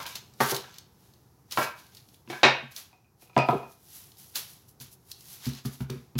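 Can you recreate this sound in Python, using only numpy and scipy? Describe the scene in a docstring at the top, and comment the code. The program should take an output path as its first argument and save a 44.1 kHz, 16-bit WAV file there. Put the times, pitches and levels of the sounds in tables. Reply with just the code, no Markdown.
"""A kitchen, heard from close by, over a faint hum of coloured noise.
First a knock's ring dies away, then a steel dough scraper strikes a wooden counter: damped modes are excited.
Throughout, baking paper and dough slide as swelling noise, and creases snap as band-passed noise bursts.
Then a rolling pin is set down, its wood and loose axle ringing; last, hands pat dough, driving the low modes.
Tiled walls answer every blow and snap with decaying noise."""
import sys
import numpy as np
from scipy import signal
from scipy.fft import rfft, irfft, next_fast_len
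from scipy.io import wavfile
from scipy.ndimage import uniform_filter1d

SR = 44100
rng = np.random.default_rng(int(sys.argv[2]) if len(sys.argv) > 2 else 0)


def dump_mix(stems):
    """Bounce the given channels to the path in sys.argv[1] as a 16-bit WAV at rate SR."""
    frames = np.atleast_2d(stems).T  # one column per channel
    limited = np.clip(frames, -1, 1)  # hard clip at full scale
    pcm = np.round(limited * 32767).astype(np.int16)
    wavfile.write(sys.argv[1], SR, pcm)


N = 272979

# upper modes of the wooden counter top: f/Hz, level/dB, t60/s
BOARD_MODES = [(371.6, 4, 0.077), (475, -12, 0.25), (605, -12.5, 0.25), (697, 1, 0.044), (799, -7, 0.073),
               (921.6, -5, 0.13), (1087, -3, 0.084), (1247, -6, 0.11), (1363, 2, 0.052), (1559, -5.5, 0.19),
               (1860, -1.5, 0.075), (1830, 0, 0.036)]


def amp(db):
    """Level to gain: 20 dB is a factor of ten in amplitude."""
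    return 10 ** (np.asarray(db) / 20)


def unit(x):
    """Normalisation by the root mean square, to rms 1."""
    return x / np.sqrt(np.mean(x ** 2) + 1e-20)


def along(points, hz):
    """Linear interpolation of (f/Hz, value) points on a logarithmic frequency axis."""
    f, value = np.transpose(points)
    return np.interp(np.log(hz + 1), np.log(f + 1), value)


def filtered(x, response):
    """Linear filtering: the spectrum is multiplied by a response of frequency."""
    size = next_fast_len(x.shape[-1] + 8192)  # padding keeps the tail from wrapping round
    spectrum = rfft(x, size) * response(np.fft.rfftfreq(size, 1 / SR))
    return irfft(spectrum, size)[..., :x.shape[-1]]


def high_pass(hz, corner_hz, order):
    """Response of cascaded first-order high-pass sections."""
    return (1j * hz / corner_hz / (1 + 1j * hz / corner_hz)) ** order


def noise(spectrum, grain_db):
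    """Amplitude-modulated coloured noise of rms 1; grain_db makes it crackle at the millisecond scale."""
    grain = unit(uniform_filter1d(rng.standard_normal(N), size=60))
    grainy = rng.standard_normal(N) * amp(grain_db * grain)
    return unit(filtered(grainy, lambda hz: amp(along(spectrum, hz))))


def ring(modes, rough, rise_s, spot_hz=None):
    """Modal superposition: damped sines of scattered strength, strongest near spot_hz, with drifting phases."""
    scatter_db = 1.5
    t = np.arange(SR // 2) / SR
    hz, db, t60 = np.transpose(modes)[:, :, None]
    strength = db + scatter_db * rng.standard_normal(db.shape)
    if spot_hz:
        strength = strength - 18 * np.abs(np.log2(hz / spot_hz))  # dB per octave from the spot's pitch
    # loose contact: a random walk of phase, in steps of rough radians rms per sample
    drift = rough * np.cumsum(rng.standard_normal((len(modes), len(t))), axis=1)
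    partials = amp(strength - 60 * t / t60) * np.sin(2 * np.pi * hz * t + drift)
    return partials.sum(0) * (1 - np.exp(-t / rise_s))


def crack(t60):
    """Radiation of a small source: an exponentially dying noise burst with little bass."""
    decay = amp(-60 * np.arange(SR // 2) / SR / t60)
    burst = decay * rng.standard_normal(SR // 2)
    return filtered(burst, lambda hz: high_pass(hz, 250, 2))


def softened(x, contact_ms):
    """Contact duration limits bandwidth: a longer contact feeds less treble, through four causal poles."""
    return filtered(x, lambda hz: 1 / (1 + 1j * hz * contact_ms / 2000) ** 4)


def add(track, s, sound, wet_db):
    """Reverberation: the sound is laid in, then its convolution with fresh, frequency-dependent decaying noise."""
    # reverberation of the tiled walls: f/Hz, t60/s
    wall_decay = [(150, 0.24), (1000, 0.35), (3000, 0.39), (6000, 0.27), (12000, 0.12)]
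    hz, t, z = signal.stft(rng.standard_normal(SR // 2), SR, nperseg=256)
    decay = amp(-60 * t / along(wall_decay, hz)[:, None])
    tail = signal.istft(z * decay, SR, nperseg=256)[1]
    tail = tail / np.linalg.norm(tail)
    tail = filtered(tail, lambda hz: high_pass(hz, 180, 2))  # the walls return little bass
    start = round(s * SR)
    track[start:start + SR // 2] += sound
    wall = start + 180  # samples of delay: the nearest wall is a step away
    track[wall:wall + SR // 2] += amp(wet_db) * signal.fftconvolve(sound, tail)[:SR // 2]


def without_deep_bass(x):
    """High-pass filtering: the blows of scraper and pin carry little of the deepest bass."""
    return filtered(x, lambda hz: high_pass(hz, 73, 3))


def hum():
    """Stationary coloured noise: appliances and the microphone's own noise, at a slowly varying level."""
    # noise spectrum: f/Hz, relative spectral level/dB
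    hum_spectrum = [(15, -41.5), (30, 0.5), (60, 6.5), (123, 7), (206, -3), (256, -8), (384, -6.5),
                    (575, -17), (775, -12.5), (1840, -25.5), (2690, -33), (3430, -34.5), (5570, -25),
                    (8830, -33.5), (11300, -26.5), (16000, -29.5)]
    # course of the hum: t/s, rms level/dB
    hum_course = [(0, -53.5), (1.2, -57.5), (2.3, -57.5), (3.1, -61.5), (4, -57.5), (5.2, -58),
                  (6.19, -56.5)]
    t, level_db = np.transpose(hum_course)
    level = amp(np.interp(np.arange(N) / SR, t, level_db))
    return level * noise(hum_spectrum, grain_db=-0.7)


def thump():
    """Build-up of resonance: the counter's low modes swell gradually before they decay."""
    # lowest modes of the counter top: f/Hz, level/dB, t60/s
    low_modes = [(68, -12, .2), (134, -1.5, .22), (205, -12.5, .08), (234.7, -1.5, .085)]
    return ring(low_modes, rough=0.0013, rise_s=0.0025)


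def scraper():
    """Impact excitation: the steel edge cracks on the counter, and board and blade ring in their modes."""
    # scraper contacts, and at the start the dying ring of an earlier knock in three pitches:
    # t/s, blow level/dB, contact time/ms, counter thump level/dB, board level/dB,
    # board pitch at the struck spot f/Hz, blade level/dB, blade pitch at the struck spot f/Hz
    contacts = [(.001, -43.5, .27, -17, 9, 980, 10, 980), (.003, -50, .3, -23, 0, 980, 9.5, 1550),
                (.056, -67, 0.27, -17, 1, 980, 32, 3700), (.404, -20, .37, -1, 7, 1000, -6.5, 1610),
                (.408, -10.5, .58, -7.5, -8.5, 350, -16, 1012),
                (0.43, -35.5, .26, -16, 9, 1000, -9.5, 1000), (.519, -25.5, 0.73, -18, 3, 357, -11, 990),
                (.526, -27, 0.63, 0, 5, 890, -37, 1000), (.641, -59.5, .32, -20, -4, 1250, 17.5, 1320),
                (1.574, -17, .28, -8, -1, 1150, -5, 1310), (1.584, -27, 0.91, -6, 12, 600, -30, 1000),
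                (1.614, -48, .33, 8, 19, 1350, 17, 2250), (1.625, -45, 0.26, 10, -8, 1300, 9.5, 1340),
                (2.276, -40.5, 0.47, 4, -9, 350, -14, 1000), (2.3, -39, .1, 3, 5.5, 368.6, -4, 4130),
                (2.303, -41.5, .45, -14, 8, 720, 1.5, 2560), (2.328, -34.5, .37, -4, 3, 712, 1, 1580),
                (2.432, -12.5, .3, -16, 3.5, 604, 5.5, 4000), (2.44, -14.5, .29, -20, -1.5, 1850, 1, 2474),
                (2.45, -23.5, .34, 1.5, 6, 379.6, 13.5, 5860), (2.462, -25.5, 0.33, -15, 8, 900, 4.5, 2540),
                (2.485, -32.5, .15, -3.5, 9.5, 1800, -8.5, 2396),
                (2.628, -45.5, 1.3, 9, -11, 350, -27, 997)]
    # modes of the steel blade: f/Hz, level/dB, t60/s
    blade_modes = [(990, -9.5, 0.5), (1344, -5.5, 0.12), (1566, -10, 0.47), (1670, -8.5, 0.3),
                   (2282, 0.5, 0.19), (2535, -0.5, 0.065), (2520, -3.5, .15), (2760, -1, 0.09),
                   (2934, -14.5, 0.14), (3730, -5, 0.17), (4110, -2.5, 0.11), (4538, -5, 0.08),
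                   (5060, -7, 0.13), (5600, -2, 0.097), (5900, -2.5, 0.055), (6300, -9.5, 0.099),
                   (7160, -10, .05)]
    track = np.zeros(N + SR)
    for s, db, contact_ms, thump_db, board_db, board_hz, blade_db, blade_hz in contacts:
        board = ring(BOARD_MODES, rough=0.09, rise_s=0.00024, spot_hz=board_hz)
        # the louder the blade rings, the more it rattles
        rattle = .115 * amp(.2 * (db + blade_db + 12))
        blade = ring(blade_modes, rough=rattle, rise_s=0.00017, spot_hz=blade_hz)
        # hard, short contacts shake the whole sheet
        clatter = amp(blade_db + 16.5 - 46 * contact_ms) * crack(0.081)
        blow = amp(board_db) * board + amp(blade_db) * blade + clatter
        blow = softened(blow + amp(10) * crack(0.0074), contact_ms)
        blow = softened(blow, 0.22)  # the plastic grip damps the highest treble
        add(track, s, amp(db) * without_deep_bass(blow + amp(thump_db) * thump()), wet_db=-3.5)
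    return track[:N]


def strokes():
    """Exponential growth and decay: gains of hiss and rub follow straight dB slopes; strokes add as powers."""
    # sliding of paper and dough: t/s at the peak, hiss level/dB, rise/s per 20 dB, fall/s per 20 dB,
    # rub level over the hiss/dB; rises and falls are at least 3 ms
    slides = [(.03, -49, .1, 0.033, 4.5), (.07, -45.5, 0.021, 0.15, 2.5), (0.155, -44, 0.007, 0.05, 4),
              (0.408, -33.5, 0.009, 0.17, 0), (0.517, -29, 0.078, 0.016, -2.5),
              (0.553, -38, 0.044, .06, -1.5), (0.768, -69.5, 0.22, 0.084, 14.5),
              (1.04, -66.5, 0.195, .4, -2), (1.521, -42, 0.0144, 0.081, 2), (1.59, -36.5, .05, 0.1, -10),
              (1.633, -39.5, 0.074, 0.065, 3), (1.79, -56.5, .06, 0.13, 0.5), (1.98, -58.5, .17, .09, -0.5),
              (2.15, -63.5, .3, .11, -6), (2.31, -54, 0.036, 0.29, 4.5), (2.722, -53, 0.019, .03, -0.5),
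              (2.778, -43, 0.04, .09, -2.5), (3.222, -56.5, 0.04, 0.11, -5), (3.38, -53.5, .03, 0.023, 8),
              (3.5, -53.5, .07, .19, -3), (3.72, -58, .1, 0.091, -6.5), (3.96, -46.5, .16, 0.21, -9),
              (4.188, -51, 0.023, 0.36, -9.5), (4.36, -30, .013, .085, -5), (4.499, -51, .1, 0.16, -5.5),
              (4.69, -54.5, 0.019, .05, -27.5), (4.811, -44, 0.011, 0.085, -5),
              (4.93, -49, 0.032, .035, -18), (5.119, -48, 0.054, 0.024, -9.5),
              (5.34, -46.5, 0.24, 0.12, -7), (5.461, -44.5, .07, 0.11, 2), (5.59, -56.5, .2, 0.043, 6.5),
              (5.658, -42.5, 0.015, .05, -3.5), (5.74, -49.5, .1, 0.059, -4),
              (5.825, -53, 0.084, 0.04, -4.5), (5.909, -57, 0.0286, 0.17, -1.5),
              (6.19, -25.5, 0.0076, .05, 1)]
    rub_lingers = 1.313  # the rub's fall time over the hiss's
    t = np.arange(0, N + 44, 44) / SR
    hiss_power, rub_power = 0, 0
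    for s, db, rise_s, fall_s, rub_db in slides:
        swell = np.minimum(t - s, 0) / max(rise_s, .003)
        die = np.maximum(t - s, 0) / max(fall_s, .003)
        hiss_power = hiss_power + amp(db + 20 * (swell - die)) ** 2
        rub_power = rub_power + amp(db + rub_db + 20 * (swell - die / rub_lingers)) ** 2
    return [np.interp(np.arange(N) / SR, t, np.sqrt(power)) for power in (hiss_power, rub_power)]


def paper():
    """Friction noise and buckling: sliding gives grainy hiss and dull rub; creases snap with a short fizz."""
    # snaps of the paper: t/s, level/dB
    snaps = [(0.0303, -34), (0.0648, -25), (0.1555, -23), (0.3373, -45), (0.425, -26), (0.5085, -18.5),
             (0.5457, -18.5), (0.5643, -16.5), (0.742, -38), (0.784, -29), (1.1369, -47), (1.511, -26.5),
             (1.5224, -21.5), (1.8658, -44), (1.949, -37.5), (1.9694, -34.5), (2.0875, -44), (2.1431, -41),
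             (2.7134, -46.5), (2.763, -23.5), (4.118, -41.5), (4.171, -43), (4.3565, -16.5), (4.801, -35.5),
             (5.1159, -24.5), (5.2079, -37.5), (5.4555, -27.5), (5.47, -28.5), (5.491, -34),
             (5.5338, -32.5), (5.55, -34), (5.656, -31.5), (5.8072, -38), (5.901, -28), (6.1824, -32.5)]
    # hiss of sliding: f/Hz, relative spectral level/dB
    hiss_spectrum = [(1470, -62.5), (2500, -23), (2880, -14), (3330, -12.5), (5780, -5.5), (8940, -9.5),
                     (10400, -2), (12000, -2), (15200, -7), (16000, -9.5)]
    # duller rub of sliding: f/Hz, relative spectral level/dB
    rub_spectrum = [(400, -16.5), (900, -10.5), (2000, -10.5), (4000, -6), (6500, -10), (9000, -24)]
    crease_hz, crease_spread = 4460, 0.092  # median pitch, scatter of its natural logarithm
    snap_t60, fizz_db = .025, -6  # s, dB
    hiss, rub = strokes()
    track = np.zeros(N + SR)
    for s, db in snaps:
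        centre = crease_hz * np.exp(crease_spread * rng.standard_normal())

        def crease(hz):
            """Response of two equal damped resonators in cascade."""
            return (1j * hz * 0.74 * centre / (centre ** 2 - hz ** 2 + 1j * hz * 0.7 * centre)) ** 2

        fizz = filtered(crack(snap_t60), lambda hz: high_pass(hz, 7000, 4))
        snap = filtered(crack(snap_t60), crease) + amp(fizz_db) * fizz
        add(track, s, amp(db) * snap, wet_db=-8.5)
    sliding = hiss * noise(hiss_spectrum, grain_db=2.0) + rub * noise(rub_spectrum, grain_db=1.5)
    return track[:N] + sliding


def pin():
    """Impact on coupled bodies: the wooden barrel lands and rings with the board, and its loose axle clacks."""
    # rolling pin contacts: t/s, blow level/dB, contact time/ms, counter thump level/dB,
    # board level/dB, axle rattle level/dB
    landings = [(2.929, -49, 0.24, -16.5, -19, -13), (3.045, -71.5, 0.43, -19, -10, 5.5),
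                (3.222, -49.5, 0.15, -9.5, -3.5, -11), (3.274, -64.5, .59, -9.5, -12.5, 2),
                (3.297, -48, .3, -16, -16.5, -12), (3.332, -62, .5, -8.5, -1.5, 4),
                (3.365, -5, 0.8, -8.5, -12, -36.5), (3.378, -7, 0.48, -18, -24.5, -39),
                (3.388, -19, 1.6, -7, -27.5, -3), (3.401, -22.5, 0.69, -8, -9, -12.5),
                (3.42, -26.5, 1.6, -7, -34, -5.5), (3.464, -43, .5, -10, -25, -5),
                (3.487, -5, 0.77, -11.5, -19.5, -33), (3.509, -24, 0.42, -17, -19, -35),
                (3.527, -20.5, 1.8, -4.5, 5.5, -23.5), (3.545, -30, 1.3, 8, -8, -34.5),
                (3.63, -30, 0.85, -15, -16.5, -21)]
    # modes of the wooden barrel: f/Hz, level/dB, t60/s
    barrel_modes = [(542, 0, 0.024), (713, 9.5, 0.023), (960, 6, 0.028), (1274, -12.5, 0.1)]
    # modes of the axle: f/Hz, level/dB, t60/s
    axle_modes = [(2470, 0, .09), (2600, -7, .08), (2760, -16, .05), (3600, -11, .012), (4300, -9, .012),
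                  (4840, -7, .018)]
    track = np.zeros(N + SR)
    for s, db, contact_ms, thump_db, board_db, axle_db in landings:
        barrel = ring(barrel_modes, rough=0.099, rise_s=0.0063)
        board = ring(BOARD_MODES, rough=0.13, rise_s=0.0039, spot_hz=347)
        axle = ring(axle_modes, rough=.055, rise_s=0.0001) + amp(-6) * softened(crack(0.0038), .2)
        blow = softened(barrel + amp(board_db) * board + amp(0.5) * crack(0.015), contact_ms)
        blow = blow + amp(axle_db) * axle + amp(thump_db) * thump()
        add(track, s, amp(db) * without_deep_bass(blow), wet_db=-4)
    return track[:N]


def pats():
    """Soft impact: a palm pushes the counter through dough, exciting low modes, with a small slap of skin."""
    # hand pats: t/s, blow level/dB, contact time/ms, thump level/dB, knock level/dB, slap level/dB
    palm_blows = [(4.805, -43.5, 3.8, 3, -7, -11), (5.466, -17.5, 5.3, 3, -10, -15),
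                  (5.651, -23, 3.85, 5, -8, -6), (5.805, -14, 7, 1, -8.5, -15.5),
                  (5.898, -20.5, 3.2, -4, -4, -7), (5.956, -34, 3.4, 3.5, -21, -6),
                  (6.154, -18, 4.3, 2, -11.5, -12.5)]
    track = np.zeros(N + SR)
    for s, db, contact_ms, thump_db, knock_db, slap_db in palm_blows:
        knock = amp(knock_db) * ring(BOARD_MODES, rough=0.037, rise_s=0.001, spot_hz=410)
        push = softened(amp(thump_db) * thump() + knock, contact_ms)
        slap = amp(slap_db) * softened(crack(0.03), 0.5)
        add(track, s, amp(db) * (push + slap), wet_db=-1.5)
    return track[:N]


def scene():
    """Superposition: the pressures of all sources add at one microphone."""
    return (hum() + scraper() + paper() + pin() + pats())[None]


def record(dry):
    """Band limitation: the pickup cuts the deepest bass and keeps nothing from its upper limit on."""
    top_hz, bass_hz = 15900, 40
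    return filtered(dry, lambda hz: (hz < top_hz) * high_pass(hz, bass_hz, 6))


dry = scene()
out = record(dry)
dump_mix(out)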